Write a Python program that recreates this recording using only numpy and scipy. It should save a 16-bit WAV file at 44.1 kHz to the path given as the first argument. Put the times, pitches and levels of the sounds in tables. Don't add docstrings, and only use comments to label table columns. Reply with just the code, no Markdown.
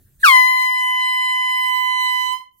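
import sys
import numpy as np
from scipy import signal
from scipy.fft import rfft, irfft
from scipy.io import wavfile
from scipy.ndimage import uniform_filter1d, minimum_filter1d

SR = 44100
rng = np.random.default_rng(int(sys.argv[2]) if len(sys.argv) > 2 else 0)


def bounce(signal):
    frames = np.transpose(np.atleast_2d(signal))
    limited = np.clip(frames, -1, 1)
    pcm = np.round(limited * 32767).astype(np.int16)
    wavfile.write(sys.argv[1], SR, pcm)


def makeup_ratio(level_db):
    decades = np.asarray(level_db, float) / 20
    return 10 ** decades


N = 114660
CATCH_S, RISE_S = 0.2293, 0.013
SHUT_S, RELEASE_DB_PER_S = 2.337, 297

# frequency_hz, likeness [0-1]
COHERENCE = [(40, .9), (150, .75), (400, .5), (2000, .3)]


def evened(x):
    return x / np.sqrt(np.mean(x ** 2) + 1e-20)


def read(points, hz):
    f, value = np.transpose(points)
    return np.interp(np.log(hz + 1), np.log(f + 1), value)


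def filtered(x, response):
    return irfft(rfft(x) * makeup_ratio(read(response, np.fft.rfftfreq(N, 1 / SR))), N)


def noise(colour, patchy_db):
    frames, hz = N // 256 + 5, np.fft.rfftfreq(1024, 1 / SR)
    a, b, c, d, patches = rng.standard_normal((frames, 513, 5)).T
    patches = uniform_filter1d(patches, size=14, axis=0)
    patches = evened(uniform_filter1d(patches, size=8, axis=1))
    like = np.clip(read(COHERENCE, hz), -1, 1)[:, None]
    left = a + 1j * b
    right = like * left + np.sqrt(1 - like ** 2) * (c + 1j * d)
    spectra = np.array([left, right])
    spectra *= makeup_ratio(read(colour, hz)[:, None] + patchy_db * patches)
    return evened(signal.istft(spectra, nperseg=1024, noverlap=768)[1][:, :N])


def drift(top_hz):
    t = np.arange(N) / SR
    rates_hz = np.geomspace(2, top_hz, num=16)
    return evened(sum(np.sin(2 * np.pi * (f * t + rng.random())) / np.sqrt(f) for f in rates_hz))


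def lag(x, s):
    r = np.exp(-1 / (s * SR))
    return signal.lfilter([1 - r], [1, -r], x)


def valve(t):
    return makeup_ratio(-RELEASE_DB_PER_S * np.maximum(t - SHUT_S, 0))


def room_floor():
    # frequency_hz, density_db [dB per Hz]
    floor_colour = [(15, -35.5), (25, -7), (97, -5), (354, -25), (911, -41), (1740, -34.5), (2050, -43.5),
                    (2550, -45.5), (16000, -31.5)]
    quiet = makeup_ratio(-53.5) * noise(floor_colour, 3)
    low = signal.sosfilt(signal.butter(2, 300, fs=SR, output="sos"), quiet)
    return quiet + low * (makeup_ratio(2.5 * drift(16) - 1.5) - 1)


def gas(t):
    # frequency_hz, density_db [dB per Hz]
    gas_colour = [(1000, -42), (1700, 3), (2800, -16), (3900, 3.5), (5200, -26), (7500, -2.5), (9000, 1),
                  (12500, -5.5)]
    # frequency_hz, density_db [dB per Hz]
    jet_colour = [(3000, -29.5), (6000, -14.5), (9000, -3), (12500, -0.5), (15500, 4)]
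    # frequency_hz, density_db [dB per Hz]
    spit_colour = [(3000, -45), (4500, -23.5), (7000, -13.5), (10000, -13.5), (12500, 1.5), (15000, -14)]
    # centre_s, length_s, level_db
    spit_events = [
        (1.349, 0.081, -45),
        (1.644, 0.049, -28),
        (2.237, 0.036, -38),
        (2.54, 0.035, -48),
        (2.595, 0.054, -39),
    ]
    age = np.maximum(t - CATCH_S, 0)
    caught = np.minimum(age / RISE_S, 1)
    opening = np.clip((t - 0.19) / 0.035, 0, 1)
    opening = opening * np.exp(-age / 0.04) * makeup_ratio(-41 + 15.5 * caught)
    jet = makeup_ratio(-37.5) * caught * valve(t)
    spits = sum(makeup_ratio(db) * np.exp(-((t - s) / (length / 2)) ** 2) for s, length, db in spit_events)
    hiss = opening * noise(gas_colour, 4)
    hiss = hiss + jet * noise(jet_colour, 4.4) + spits * noise(spit_colour, 2.1)
    pan_db = -3.5
    return hiss * makeup_ratio([[pan_db / 2], [-pan_db / 2]])


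def horn(t):
    # time_s, pitch_hz
    note_path = [(.2, 999.7), (.5, 1017), (.68, 1013), (.82, 1009), (1, 1010), (1.14, 1011), (1.4, 1010.7),
                 (1.62, 1011), (1.74, 1007), (1.96, 1008), (2.1, 1004), (2.3, 1005), (2.37, 1019),
                 (2.45, 1034)]
    # time_s, turn_db [toward the right port]
    aim_path = [(.2, -1.5), (.5, 7.5), (.7, 6), (1, 5), (1.3, 6.5), (1.6, 7.5), (1.75, 17.5), (2.05, 12),
                (2.25, 15.5), (2.4, 17.5)]
    # left_db, right_db, left_loss [share of turn], right_gain [share of turn]
    overtones = [(0, -1.5, 0.65, .3), (5, -0.5, 0.46, .2), (-2, -5.5, 0.74, 0.13),
                 (-27.5, -25, -1.1, 0.045), (-38, -31.5, 1, 0.06), (-35.5, -35.5, -1.1, 0.28),
                 (-41, -32, 1, 0.074), (-42.5, -27.5, -0.035, 0.21), (-50.5, -29, 0.33, 0.036),
                 (-30, -38.5, 0.65, .1), (-40, -32.5, 0.41, .1), (-51, -32, .1, .1), (-40.5, -29.5, .1, .1),
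                 (-36.5, -37.5, .1, .1), (-33.5, -32, .1, .1)]
    # frequency_hz, lead_rad
    phase_lead = [(1000, 1.7), (2000, 2.1), (3000, .9), (4000, 1.8)]
    # frequency_hz, gain_db
    bell_response = [(1000, 3.5), (2000, 12.5), (2800, -1), (4000, -14.5), (6000, -9.5), (8500, -1),
                     (11500, 4.5), (16000, 7.5)]
    # centre_s, width_s, frequency_hz, left_db, right_db
    nulls = [
        (0.49, 0.25, 2020, 3, -6.5),
        (0.52, 0.26, 3030, -14.5, -11.5),
        (2.33, 0.086, 2020, -13.5, -9.5),
        (1.73, 0.15, 6060, -16.5, -20),
        (2.3, 0.1, 4040, -7, -6),
        (.42, 0.095, 4040, 4.5, 12),
        (1.7, 0.14, 4040, -11, -9.5),
        (0.39, 0.076, 5050, 3.5, 8.5),
        (2, 0.49, 6060, -8, -8),
    ]
    slide_hz, slide_s = 896, 0.028
    bright_db, bright_s = 4, 0.12
    shimmer_db = 4
    nominal_hz = note_path[0][1]

    age = np.maximum(t - CATCH_S, 0)
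    steady = uniform_filter1d(np.interp(t, *np.transpose(note_path)), size=2000) + .35 * drift(40)
    hz = steady + slide_hz * np.exp(-age / slide_s)
    phase = 2 * np.pi * np.cumsum(hz) / SR
    aim_db = np.interp(t, *np.transpose(aim_path))
    near, thrown, wander = np.zeros((2, N)), np.zeros(N), drift(35)
    for k, (left_db, right_db, lose, gain) in enumerate(overtones, start=1):
        upper = k > 3
        edge_db = bright_db * upper * np.exp(-age / bright_s)
        edge = makeup_ratio(edge_db + read(bell_response, k * hz) - read(bell_response, k * steady))
        late_s = 0.0029 * min(k - 1, 3)
        edge = edge * np.clip((age - late_s) / RISE_S, 0, 1) ** 2
        edge = edge * np.clip((17500 - k * hz) / 1000, 0, 1)
        at = k * phase + 2 * np.pi * rng.random()
        port_db = np.array([left_db - lose * aim_db, right_db + gain * aim_db])
        shimmer = np.array([np.roll(wander, step) for step in rng.integers(0, N, 2)])
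        port_db += shimmer_db * upper * shimmer
        for s, width, null_hz, *dbs in nulls:
            if round(null_hz / nominal_hz) == k:
                port_db += np.outer(dbs, np.exp(-((t - s) / width) ** 2))
        near += edge * makeup_ratio(port_db) * np.cos([at + read(phase_lead, k * nominal_hz), at])
        thrown += edge * makeup_ratio((left_db + right_db) / 2) * np.cos(at)
    shape = np.sqrt(2) * valve(t) * makeup_ratio(.25 * drift(30))
    blast = makeup_ratio(-3 * np.exp(-age / 0.11))
    return near * shape, thrown * shape * blast


def echoes(x, t):
    # frequency_hz, gain_db
    echo_tilt = [(1300, -5.5), (2500, 0), (4000, 2), (12000, 6.5)]
    # left_s, right_s, level_db
    reflections = [
        (.0031, 0.0035, -3),
        (.0062, 0.0059, -5.5),
        (.0095, .0107, -10.5),
        (.0138, .0127, -8.5),
        (.0181, .0196, -11.5),
        (.0247, .0229, -13),
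        (.031, .0335, -14.5),
    ]
    fed = filtered(x, echo_tilt) * np.exp(-(np.maximum(t - CATCH_S, 0) / 0.07) ** 2)
    out = np.zeros((2, N))
    for k, (*delays, db) in enumerate(reflections):
        out += (-1) ** k * makeup_ratio(db) * np.array([np.roll(fed, round(s * SR)) for s in delays])
    return out


def walls(x, t):
    # frequency_hz, t60_s
    decay_times = [(500, .5), (1500, .45), (3000, .36), (5000, .22), (12000, .16)]
    # frequency_hz, gain_db
    room_gain = [(1000, -13.5), (2000, -29.5), (3000, -16), (5000, 2.5), (12000, 2.5)]
    out = np.zeros((2, N))
    x = filtered(x, room_gain)
    for j in range(3):
        taps = np.zeros((2, SR // 2))
        at = np.arange(200, SR // 2 - 20, 20) + rng.integers(0, 20, (2, (SR // 2 - 201) // 20))
        np.put_along_axis(taps, at, rng.choice([-1., 1.], at.shape), 1)
        hz, s, z = signal.stft(taps, SR, nperseg=256)
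        t60 = read(decay_times, hz)[:, None]
        z = z * makeup_ratio(-60 * s / t60) / np.sqrt(t60)
        tail = signal.istft(z, SR, nperseg=256)[1]
        tail = tail / np.linalg.norm(tail[0])
        window = np.sqrt(2 / 3) * np.cos(np.pi * (.12 * t + j / 3))
        out += signal.fftconvolve((x * window)[None], tail, axes=1)[:, :N]
    return out


def handling(t):
    # start_s, decay_s, level_db
    thumps = [(.25, 0.077, -44.5), (.35, 0.036, -51), (.5, 0.058, -50.5), (.7, 0.15, -45),
              (.87, 0.053, -47), (1.23, 0.048, -49.5), (1.29, 0.087, -44), (1.41, 0.053, -44.5),
              (1.78, .06, -90.5), (2.149, 0.061, -57), (2.266, 0.089, -37)]
    # frequency_hz, density_db [dB per Hz]
    thump_colour = [(40, -1.5), (140, -4.5), (300, -6.5), (600, -17), (1000, -43.5)]
    rubs = np.zeros(N)
    for s, decay, db in thumps:
        onset = np.clip((t - s) / 0.0069, 0, 1)
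        rubs += makeup_ratio(db) * onset * np.exp(-np.maximum(t - s, 0) / decay)
    return rubs * noise(thump_colour, 2.8)


def scene():
    t = np.arange(N) / SR
    quiet = room_floor()
    hiss = gas(t)
    near, thrown = horn(t)
    reverberation = walls(thrown + .4 * hiss.mean(0), t)
    return near + hiss + echoes(thrown, t) + reverberation + handling(t) + quiet


def roll_off(x):
    return signal.sosfilt(signal.butter(12, 16640, fs=SR, output="sos"), x)


def record(dry):
    knee_db, recover_db_per_s = -28.5, 3
    quick_db, quick_s, slow_db, slow_s = 8.5, .005, 14, 0.12
    power_db = 10 * np.log10(abs(uniform_filter1d((dry ** 2).mean(0), size=200)) + 1e-12)
    loud = np.clip((power_db - knee_db) / 20, 0, 1)
    fall = np.arange(N) * recover_db_per_s / (quick_db + slow_db) / SR
    held = np.maximum.accumulate(loud + fall) - fall
    gain_db = -quick_db * lag(held, quick_s) - slow_db * lag(lag(held, slow_s), slow_s)
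    ducked = dry * makeup_ratio(gain_db)
    lowpass = signal.firwin(511, 15850, window=("kaiser", 9), fs=SR)
    ducked = signal.oaconvolve(ducked, lowpass[None], "same")
    headroom = minimum_filter1d(np.minimum(.99 / (abs(ducked).max(0) + 1e-9), 1), size=400)
    return roll_off(ducked * uniform_filter1d(headroom, size=200))


dry = scene()
out = record(dry)
bounce(out)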